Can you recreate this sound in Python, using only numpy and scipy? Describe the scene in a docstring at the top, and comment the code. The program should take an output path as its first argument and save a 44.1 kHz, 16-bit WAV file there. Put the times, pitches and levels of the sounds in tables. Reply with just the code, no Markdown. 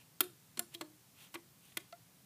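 """A chain of rubber bands is pulled off the pegs of a plastic loom on a table, close to the microphone.
Rubber rubs softly, then at 0.2 s a band slips off its peg, slaps the plastic and twangs briefly.
Four lighter snaps follow from 0.6 to 0.8 s. More rubbing leads to a double snap at 1.35 s,
then to a sharp snap at 1.8 s and a last faint one with a higher twang.
Throughout, a small room answers, over a low rumble, a steady hiss and a faint mains hum."""
import sys
import numpy as np
from scipy import signal
from scipy.fft import rfft, irfft, next_fast_len
from scipy.io import wavfile

SR = 44100
rng = np.random.default_rng(int(sys.argv[2]) if len(sys.argv) > 2 else 0)


def dump_mix(stems):
    """Bounce the given channels to the path in sys.argv[1] as a 16-bit WAV at rate SR."""
    frames = np.atleast_2d(stems).T  # one column per channel
    limited = np.clip(frames, -1, 1)  # hard clip at full scale
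    pcm = np.round(limited * 32767).astype(np.int16)
    wavfile.write(sys.argv[1], SR, pcm)


N = 99225
ATTACK_S, PLUCK_S = 0.00031, 0.002

# centre_hz of thud, knock, clack, crack, air
REGION_CENTRES_HZ = [340, 1300, 3400, 9000, 13500]
# start_s, chatter_s, t60_s, peg_hz, peg_db, boom_db, thud_db, knock_db, clack_db, crack_db, air_db
BAND_SNAPS = [(.2059, 0.0032, 0.029, 1410, -24.5, -55, -34, -26.5, -23, -24.5, -18),
              (0.5725, .003, 0.047, 1170, -52, -65, -42.5, -42, -43, -40.5, -56),
              (0.5931, 0.0015, 0.017, 9750, -24.5, -53.5, -40, -33, -29.5, -24.5, -25.5),
              (0.7479, 0.00044, 0.033, 3890, -37, -54, -68, -53.5, -35.5, -44, -40.5),
              (.8108, 0.0015, 0.043, 1040, -42.5, -47, -38.5, -34, -36.5, -39.5, -45),
              (1.3416, 0.009, 0.032, 2850, -42, -58.5, -56, -37, -44.5, -45, -50),
              (1.354, .005, 0.031, 2077, -40, -48, -44.5, -40, -38.5, -69, -61),
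              (1.7706, 0.0052, .017, 2120, -32.5, -78, -40.5, -36, -29.5, -33.5, -36),
              (1.925, 0.0034, 0.015, 4520, -49, -75, -81, -53.5, -44.5, -57.5, -66)]
def snaps():
    """Bands slip off and slap the plastic; loom and peg ring, and the room answers."""
    t, out = np.arange(SR // 3) / SR, np.zeros(N)
    for start_s, chatter_s, t60_s, peg_hz, peg_db, boom_db, *region_db in BAND_SNAPS:
        colour = list(zip(REGION_CENTRES_HZ, region_db))
        hit = slap(t, chatter_s, t60_s, colour)
        ring = loom_ring(t, colour) + peg_ring(t, peg_hz, peg_db) + loom_boom(t, boom_db)
        add(out, start_s, room(hit, send_db=3.5) + room(ring, send_db=1.5))
    return out


# freq_hz, gain_db
SLAP_SPECTRUM = [(30, -36), (70, -47), (150, 1.5), (300, 9), (800, 1.5), (1400, -3), (2500, 0.5),
                 (3400, -2), (5000, -4), (6500, -5), (9500, 0), (14000, -0.5), (15500, -3.5)]
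def slap(t, chatter_s, t60_s, colour, split_hz=4500, slow_share=0.61, gain_db=1.5):
    """Rubber chatters against a peg; the lows die in one stage, the treble in two."""
    noise = rng.standard_normal(len(t))
    low = filtered(noise, lambda hz: 1 / (1 + (hz / split_hz) ** 4))
    decay_db = -60 * np.maximum(t - chatter_s, 0) / t60_s
    treble_decay = (1 - slow_share) * amp(decay_db / 0.37) + slow_share * amp(decay_db)
    chatter = onset(t, ATTACK_S) * (low * amp(decay_db / 0.94) + (noise - low) * treble_decay)
    return causal(chatter, lambda hz: amp(gain_db + along(SLAP_SPECTRUM, hz) + along(colour, hz)), 8192)


# pitch_hz, level_db
LOOM_MODES = [(335, -9), (600, -19), (690, -17), (1130, -11), (1460, -15), (1740, -18), (2060, -13),
              (2400, -14), (3290, -7), (3600, -11), (4200, -8), (7500, -8), (9700, -9), (11100, -11),
              (13400, -11)]
def loom_ring(t, colour, t60_at_1khz_s=0.06, scatter_db=4, gain_db=1):
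    """Higher loom modes die sooner and smear more; each blow excites them a little differently."""
    ring = np.zeros(len(t))
    for hz, mode_db in LOOM_MODES:
        struck_db = gain_db + mode_db + along(colour, hz) + rng.normal(0, scatter_db)
        decay_db = -60 * t / t60_at_1khz_s * np.sqrt(hz / 1000)
        phase = 2 * np.pi * hz * t + phase_drift(t) * np.sqrt(hz / 3240)
        ring += amp(struck_db + decay_db) * np.sin(phase)
    return ring * onset(t, ATTACK_S)


def peg_ring(t, pitch_hz, level_db, t60_s=0.021, rise_s=0.00023):
    """The struck peg rings briefly in one smeared mode."""
    tone = np.sin(2 * np.pi * pitch_hz * t + phase_drift(t))
    return amp(level_db - 60 * t / t60_s) * tone * onset(t, rise_s)


def phase_drift(t, width_hz=52):
    """Slipping rubber touches a ring and makes its phase wander."""
    return np.cumsum(rng.standard_normal(len(t))) * np.sqrt(2 * np.pi * width_hz / SR)


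# pitch_hz, level_db, t60_s
BOOM_MODES = [(341.2, -0.5, 0.2), (360, -25, .13), (431, -16, 0.18)]
def loom_boom(t, level_db):
    """Low modes of the loom on the table."""
    boom = sum(amp(db - 60 * t / t60_s) * np.sin(2 * np.pi * hz * t) for hz, db, t60_s in BOOM_MODES)
    return amp(level_db) * boom * onset(t, PLUCK_S)


# start_s, settled_hz, pitch_offset_share, level_db, t60_s, free_s, overtone_db
BAND_TWANGS = [(.209, 360, 0.063, -43, 0.71, 0.06, -19.5), (0.573, 226, 0.2, -47.5, 0.24, 0.11, -16),
               (.595, 349.3, 0.035, -49.5, 0.44, 0.02, -2.5),
               (0.747, 339.3, -0.0091, -51.5, 0.24, 0.066, -9.5),
               (.812, 306.7, -0.063, -48.5, 0.38, 0.185, -8.5),
               (1.346, 268, -0.16, -55.5, 0.34, 0.052, -36), (1.9263, 709, -0.069, -42, 0.092, .06, -6)]
def twangs(settle_s=0.014, mute_s=0.013, overtone_damping=0.46):
    """Each freed band settles to its new tension and rings until it touches something."""
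    t, out = np.arange(SR // 3) / SR, np.zeros(N)
    for start_s, settled_hz, offset_share, level_db, t60_s, free_s, overtone_db in BAND_TWANGS:
        pitch_hz = settled_hz * (1 + offset_share * np.exp(-t / settle_s))
        phase = 2 * np.pi * np.cumsum(pitch_hz) / SR
        envelope = onset(t, PLUCK_S) * np.exp(-np.maximum(t - free_s, 0) / mute_s)
        tone = sum(amp(db - 60 * t / t60_s * (1 + overtone_damping * k)) * np.sin((k + 1) * phase)
                   for k, db in enumerate([0, overtone_db, overtone_db - 4.5]))
        add(out, start_s, room(amp(level_db) * envelope * tone, send_db=-4))
    return out


# freq_hz, gain_db
RUB_SPECTRUM = [(200, -18), (900, -6.5), (1700, -8), (2600, 1), (3400, -1), (5000, -9.5), (9000, -8.5),
                (15000, -10)]
# peak_s, rise_s, fall_s, level_db, tilt_db_per_octave
RUB_SWELLS = [(.005, .02, 0.031, -65.5, -1.5), (0.741, 0.019, 0.0061, -60.5, -1),
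              (0.743, 0.0026, 0.0052, -48, 2), (0.8118, 0.0017, 0.0052, -45, -3.5),
              (1.223, 0.05, 0.06, -58, 0), (1.335, .012, .01, -61.5, 6.5), (1.654, .002, .003, -57, 7),
              (1.675, 0.067, 0.063, -65, 1.5), (1.724, 0.0046, 0.0035, -60, -3)]
def rubbing(grain_db=1, grain_rate_hz=500):
    """Grainy friction swells as stretched rubber creeps over the pegs."""
    t, out = np.arange(N) / SR, np.zeros(N)
    for peak_s, rise_s, fall_s, level_db, tilt in RUB_SWELLS:
        noise = rng.standard_normal(N)
        hiss = filtered(noise, lambda hz: amp(along(RUB_SPECTRUM, hz) + tilt * np.log2(hz / SR + 1e-3)))
        grain = np.interp(t * grain_rate_hz, np.arange(N), rng.standard_normal(N))
        swell = np.exp(-((t - peak_s) / np.where(t < peak_s, rise_s, fall_s)) ** 2)
        out += amp(level_db) * swell * unit(hiss * amp(grain_db * grain))
    return out


# freq_hz, t60_s
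ROOM_DECAY = [(200, 0.36), (1000, .28), (3500, 0.31), (9000, 0.37), (15000, 0.19)]
# freq_hz, gain_db
ROOM_SPECTRUM = [(150, -13), (400, 6), (1200, -1.5), (3300, -3.5), (6000, -4), (10000, -4), (15000, -5.5)]
def room(x, send_db, tail_db=-19.5, build_s=0.011, wall_db=5.5, wall_s=0.033, spread_s=0.0074):
    """Direct sound plus a short diffuse tail that swells as the nearest walls answer."""
    hz, t, spectra = signal.stft(rng.standard_normal(SR // 2), SR, nperseg=256)
    swell = onset(t, build_s) * amp(wall_db * np.exp(-((t - wall_s) / spread_s) ** 2))
    decay = amp(-60 * t / along(ROOM_DECAY, hz)[:, None])
    tail = signal.istft(spectra * decay * swell, SR, nperseg=256)[1]
    tail /= np.linalg.norm(tail)
    response = amp(tail_db + send_db) * causal(tail, lambda f: amp(along(ROOM_SPECTRUM, f)))
    response[0] += 1  # direct path
    return signal.fftconvolve(x, response)


# freq_hz, relative_density_db
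FLOOR_SPECTRUM = [(15, -51), (25, -26), (38, -30), (129, 1), (183, -2.5), (226, -8.5), (266, -8),
                  (339, -14.5), (409, -14), (468, -16.5), (682, -16.5), (1750, -20), (3330, -20),
                  (14200, -20), (15400, -20.5)]
TOP_HZ = 15450
def background(noise_db=-65, hum_db=-80, hum_hz=120):
    """Room rumble, microphone hiss and a faint mains hum."""
    noise = filtered(rng.standard_normal(N), lambda hz: amp(along(FLOOR_SPECTRUM, hz)) * (hz < TOP_HZ))
    hum = np.sin(2 * np.pi * hum_hz * np.arange(N) / SR)
    return amp(noise_db) * unit(noise) + amp(hum_db) * hum


def amp(db):
    """Decibels to gain."""
    return 10 ** (np.asarray(db) / 20)


def unit(x):
    """Scale to rms 1."""
    return x / np.sqrt(np.mean(x ** 2) + 1e-20)


def onset(t, rise_s):
    """Exponential rise from 0 to 1."""
    return 1 - np.exp(-t / rise_s)


def along(points, hz):
    """Interpolate (freq_hz, value) points on a log axis."""
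    freq_hz, values = np.transpose(points)
    return np.interp(np.log(hz + 1), np.log(freq_hz + 1), values)


def filtered(x, gain):
    """Zero-phase filter by gain(hz)."""
    size = next_fast_len(len(x) + SR // 4)
    return irfft(rfft(x, size) * gain(np.fft.rfftfreq(size, 1 / SR)), size)[:len(x)]


def causal(x, gain, size=2048):
    """Minimum-phase filter by gain(hz); keeps attacks sharp."""
    cepstrum = irfft(np.log(gain(np.fft.rfftfreq(size, 1 / SR)) + 1e-9))
    cepstrum[1:size // 2] *= 2
    cepstrum[size // 2 + 1:] = 0
    return signal.fftconvolve(x, irfft(np.exp(rfft(cepstrum))))[:len(x)]


def add(track, start_s, sound):
    """Mix a sound into the track."""
    part = track[max(0, round(start_s * SR)):][:len(sound)]
    part += sound[:len(part)]


def scene(low_cut_hz=114):
    """Rubbing, snaps and twangs in the quiet room; such small things radiate little bass."""
    bands = rubbing() + snaps() + twangs()
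    low_cut = signal.butter(2, low_cut_hz, "highpass", fs=SR, output="sos")
    return (signal.sosfilt(low_cut, bands) + background())[None]


def record(dry, edge_hz=70):
    """Steep low-pass at the band limit."""
    return filtered(dry[0], lambda hz: .5 - .5 * np.tanh((hz - TOP_HZ) / (2 * edge_hz)))[None]


dry = scene()
out = record(dry)
dump_mix(out)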